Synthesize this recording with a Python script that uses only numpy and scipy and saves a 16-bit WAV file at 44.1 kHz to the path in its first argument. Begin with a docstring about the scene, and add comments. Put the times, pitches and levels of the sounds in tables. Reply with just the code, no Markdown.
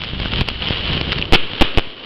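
"""Three firework shells burst close by, over open ground, heard through a small camera microphone.
Their shock fronts and first echoes ring it near 3 kHz and overload it; then the sound rolls away.
Before them a cloud of crackling stars pops densely, fading under the bangs.
Farther off, other shells thud dully, and the most distant merge into a rumble."""
import sys
import numpy as np
from scipy import signal
from scipy.fft import rfft, irfft
from scipy.io import wavfile
from scipy.ndimage import uniform_filter1d

SR = 44100
rng = np.random.default_rng(int(sys.argv[2]) if len(sys.argv) > 2 else 0)


def transcribe(u):
    """Save the signal u as a 16-bit wav file named by the first command-line argument.

    u: samples, shape (n,) or (channels, n), limited to [-1, 1]; the rate is SR.
    q: integer samples, one column per channel.
    """
    v = np.clip(np.atleast_2d(u).T, -1, 1)
    q = np.round(v * 32767).astype(np.int16)
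    wavfile.write(sys.argv[1], SR, q)


N = 90404
TIME = np.arange(N) / SR
SHORT, LONG = TIME[:SR // 20], TIME[:SR // 2]   # time axes for single events

# bursts of the close shells: t/s, front/dB, push/dB, push decay/s, echo tail/dB
BURSTS = [(1.3243, 18, 11.5, .011, -18.5), (1.6108, 11.5, 5.5, .011, -20.5), (1.7745, 10.5, 1, 0.0099, -40)]


def close_shells():
    """Each burst arrives direct, then reflected; every front rings the microphone."""
    # reflections off the ground and nearby walls: t/s, front/dB, push/dB, front decay/s
    reflections = [(1.3327, 14, 1.5, 0.00059), (1.3351, 15, -4, 0.00084), (1.3367, 0.5, -9, 0.00039),
                   (1.3508, -8, -38, 0.00069), (1.3520, -1, -18, 0.00091), (1.3581, 0, -24, 0.00046),
                   (1.6142, 12.5, -5, 0.00032), (1.6194, 13, -4, 0.00052), (1.6219, 4.5, -20, 0.00096),
                   (1.623, 10, -3, .0005), (1.6258, 0.5, -25, 0.0012), (1.7831, 7, -8, 0.00044),
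                   (1.7858, 4.5, -16, 0.00029), (1.7946, -5, -16, 0.00032)]
    swing_share, swing_s = .2, 0.063
    mic_hz, mic_width_hz, ring_db = 2960, 920, 7
    bangs = np.zeros(N)
    # the overloaded microphone's slow, deep swing after each bang
    mic_swing = swing_share * np.exp(-LONG / swing_s) * np.sin(LONG / swing_s)
    for s, front_db, push_db, push_s, _ in BURSTS:
        direct = shock(LONG, front_db, push_db, front_s=0.00025, push_s=push_s)
        add(bangs, s, direct - from_db(push_db) * mic_swing)
    for s, front_db, push_db, front_s in reflections:
        add(bangs, s, shock(SHORT, front_db, push_db, front_s, push_s=0.0031))
    ring = signal.lfilter(*signal.iirpeak(mic_hz, mic_hz / mic_width_hz, fs=SR), bangs + 1e-18)
    return bangs + from_db(ring_db) * ring


def shock(t, front_db, push_db, front_s, push_s, rise_s=0.0003):
    """A sharp front kicks the diaphragm; a longer push of air follows."""
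    front = from_db(front_db) * np.exp(-t / front_s)
    push = from_db(push_db) * (1 - np.exp(-t / rise_s)) * np.exp(-t / push_s)
    return push - front


def volleys():
    """Small charges thrown by a shell go off so close together that they merge into one short rip."""
    # volleys of charges: t/s, length/s, level/dB, fall/dB
    rips = [(1.336, .024, -2, 7.5), (1.621, 0.0075, -13, 7.5)]
    # spectrum of a volley: f/Hz, level/dB
    spectrum = [(100, -2.5), (300, -3), (1000, -11), (2000, -9.5), (3000, 0), (3800, -10), (5200, -14.5)]
    envelope = np.zeros(N)
    for s, length, db, fall_db in rips:
        add(envelope, s, from_db(db - fall_db * SHORT[SHORT < length] / length))
    return colour(envelope * clicks(per_s=6000, spread_db=-3.0), spectrum)


def crackle():
    """Hundreds of stars pop each second, in clumps, over the wash of their own echoes; a few stand out."""
    # loudness of the cloud of stars: t/s, level/dB
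    cloud = [(0, -28.5), (.18, -32.5), (.22, -25), (.3, -28.5), (.39, -22), (.44, -33), (.49, -29),
             (.56, -33), (.64, -22.5), (.83, -25.5), (.91, -21.5), (1.05, -27.5), (1.14, -24.5),
             (1.29, -37), (1.48, -33.5), (1.58, -26), (1.7, -32), (1.82, -33.5), (1.94, -38.5),
             (2.05, -33.5)]
    # spectrum of a pop: f/Hz, level/dB
    spectrum = [(60, -20), (200, -10), (400, -10), (800, -12.5), (1300, -11.5), (2000, -10.5), (2600, -5.5),
                (3050, 1.5), (3600, -8), (4300, -12.5), (5200, -22)]
    pops_db, wash_db, clump_db = -1.5, -4, 1.35
    clumps = from_db(clump_db * rms_one(uniform_filter1d(rng.standard_normal(N), size=600)))
    pops = from_db(pops_db) * clicks(per_s=700, spread_db=2.5)
    wash = from_db(wash_db) * rng.standard_normal(N)
    return colour((pops + wash) * clumps * level(cloud) + snaps(), spectrum)


def snaps():
    """Each loud star is a click followed by a millisecond or two of scatter."""
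    # single loud stars: t/s, level/dB
    stars = [(0.0181, -11.5), (.037, -7), (0.045, -12), (.146, -18), (.2008, -6.5), (.2515, -9),
             (0.2574, -10), (0.2829, -11), (0.3358, -2.5), (0.3855, -11), (0.4098, 0.5), (0.4127, -7),
             (0.4781, -12.5), (0.484, -15), (0.4868, 3.5), (.502, -12.5), (.672, -9.5), (.686, -4),
             (.707, -9), (.809, -12), (0.9324, -5), (.977, -6.5), (1.013, -3), (1.12, 0.5), (1.1219, -9),
             (1.127, -7), (1.13, -2.5), (1.1855, -6.5), (1.215, -7.5), (1.254, -12.5), (1.5345, -10),
             (1.647, -14)]
    gain_db, scatter_db, scatter_s = 3.5, 1.5, 0.0018
    click = SHORT == 0
    out = np.zeros(N)
    for s, db in stars:
        scatter = rng.standard_normal(len(SHORT)) * np.exp(-SHORT / scatter_s)
        scatter *= from_db(scatter_db) / np.linalg.norm(scatter)
        add(out, s, from_db(db) * (scatter - click))
    return from_db(gain_db) * out


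def pings():
    """Some stars ring for a few cycles, like a short ping or a hollow knock."""
    # ringing stars: t/s, f/Hz, level/dB, length/s
    stars = [(0.2574, 1490, -17, 0.0036), (1.125, 4040, -13, .002), (1.2243, 2810, -4, 0.0019)]
    out = np.zeros(N)
    for s, hz, db, length in stars:
        envelope = np.sin(np.pi * np.minimum(SHORT / length, 1))
        add(out, s, from_db(db) * envelope * np.sin(2 * np.pi * hz * SHORT))
    return out


def far_shells(top_hz=807, boom_hz=103):
    """Blast waves dulled by distance: a push, then a dip in pressure, with a low boom."""
    # farther shells: t/s, level/dB, push length/s
    shells = [(.134, -14, 0.0054), (.166, -20.5, .006), (0.2006, -12, .003), (.218, -16, 0.0058),
              (0.2574, -8.5, .0015), (.331, -11.5, 0.0055), (.352, -16, 0.0044), (.366, -15, .005),
              (.393, -13.5, 0.0014), (0.409, -9, 0.0022), (.4138, -4.5, 0.0046), (.515, -17.5, 0.0042),
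              (.6715, -13, 0.0013), (.7066, -1.5, 0.0015), (.902, -12, 0.0022), (.922, -10, 0.0028),
              (.97, -12, 0.0043), (1.0128, -7.5, 0.0018), (1.077, -13.5, .004), (1.091, -12, .003),
              (1.195, -13.5, .004), (1.215, -14, 0.00095), (1.5344, -14, .0006), (1.647, -10, .001),
              (1.872, -27.5, 0.0036)]
    blasts = np.zeros(N)
    for s, db, push_s in shells:
        add(blasts, s, from_db(db) * np.exp(-SHORT / push_s) * (1 - SHORT / push_s))
    thuds = signal.sosfilt(signal.butter(2, top_hz, fs=SR, output="sos"), blasts + 1e-18)
    boom = signal.lfilter(*signal.iirpeak(boom_hz, 1, fs=SR), thuds)
    return thuds + boom


def distant_rumble():
    """Countless weak blasts from distant shells merge into a rumble."""
    # loudness of the rumble: t/s, level/dB
    swell = [(0, -34.5), (.12, -29.5), (.22, -28), (.29, -29.5), (.39, -18.5), (.44, -32.5), (.58, -29.5),
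             (.68, -26), (.8, -29.5), (.93, -22.5), (1.03, -26), (1.2, -25.5), (1.28, -33), (1.4, -37.5),
             (1.7, -41), (1.85, -49), (2.05, -54)]
    # spectrum of the rumble: f/Hz, level/dB
    spectrum = [(15, -4), (35, -0.5), (90, 0.5), (160, -3.5), (260, -12.5), (500, -21.5), (1200, -37),
                (3000, -60)]
    blasts = clicks(per_s=250, spread_db=1.85)
    return level(swell) * rms_one(colour(blasts, spectrum))


def surroundings(delay_s=0.016, t60_s=0.54):
    """Each close bang dies away over the ground in diffuse echoes, above a low continuous roll."""
    # spectrum of the echo tails: f/Hz, level/dB
    tail_spectrum = [(60, -5), (200, -14), (330, 1.5), (520, -3), (800, -10.5), (1300, -1.5), (2000, -3.5),
                     (3000, 7.5), (3700, -2.5), (5200, -23.5)]
    # low roll of echoes from all around: t/s, level/dB
    roll_swell = [(0, -45.5), (.6, -43), (.95, -33), (1.25, -34.5), (1.5, -36), (1.75, -33.5),
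                  (1.92, -42.5), (2.05, -38.5)]
    # spectrum of the roll: f/Hz, level/dB
    roll_spectrum = [(100, -16.5), (250, -1), (350, -0.5), (520, -1.5), (800, -16), (1100, -9),
                     (2500, -22.5)]
    envelope = np.zeros(N)
    for s, *_, tail_db in BURSTS:
        add(envelope, s + delay_s, from_db(tail_db - 60 * LONG / t60_s))
    tails = colour(envelope * rng.standard_normal(N), tail_spectrum)
    roll = level(roll_swell) * colour(rng.standard_normal(N), roll_spectrum)
    return tails + roll


def clicks(per_s, spread_db):
    """Random clicks of uneven size and either sign; rms 1."""
    sizes = from_db(spread_db * np.minimum(rng.exponential(1, N), 3.5))
    signs = rng.choice([-1, 1], N)
    return rms_one(sizes * signs * (rng.random(N) < per_s / SR))


def colour(x, points, size=8192):
    """Causal filter of unit energy shaped by (f/Hz, level/dB) points, rolled off above the last."""
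    hz, db = np.transpose(points)
    bin_hz = np.arange(size // 2 + 1) * SR / size
    gain = from_db(np.interp(np.log(bin_hz + 1), np.log(hz), db))
    gain /= np.sqrt(1 + (bin_hz / (2 * hz[-1])) ** 4)
    # minimum phase keeps the attacks sharp
    cepstrum = irfft(np.log(gain))
    cepstrum[1:size // 2] *= 2
    cepstrum[size // 2 + 1:] = 0
    response = irfft(np.exp(rfft(cepstrum)))
    return signal.fftconvolve(x, response / np.linalg.norm(response))[:N]


def from_db(db):
    """Decibels to gain."""
    return 10 ** (np.asarray(db) / 20)


def rms_one(x):
    """Scale to rms 1."""
    return x / np.sqrt(np.mean(x ** 2) + 1e-20)


def level(rows):
    """A (t/s, level/dB) curve as a gain per sample."""
    return from_db(np.interp(TIME, *np.transpose(rows)))


def add(out, s, sound):
    """Mix a sound in at time s."""
    part = out[int(s * SR):][:len(sound)]
    part += sound[:len(part)]


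def scene():
    """The whole display, near and far, at one microphone."""
    stars = crackle() + snaps() + pings()
    shells = far_shells() + distant_rumble() + close_shells() + volleys()
    return (stars + shells + surroundings())[None]


def record(dry):
    """The camera's input clips on the bangs and feeds a narrow channel; the overshoot clips again."""
    channel_hz, cutoff_hz = 5480, 17200
    clip_level, peak_level = .7, .72
    dulled = signal.sosfilt(signal.butter(6, channel_hz, fs=SR, output="sos"), dry[0])
    clipped = np.clip(dulled, -clip_level, clip_level)
    channel = signal.firwin(121, channel_hz, window=("kaiser", 8), fs=SR)
    narrow = signal.oaconvolve(clipped, channel, "same")
    top_cut = signal.cheby2(12, 70, cutoff_hz, fs=SR, output="sos")
    return signal.sosfilt(top_cut, np.clip(narrow, -peak_level, peak_level))[None]


dry = scene()
out = record(dry)
transcribe(out)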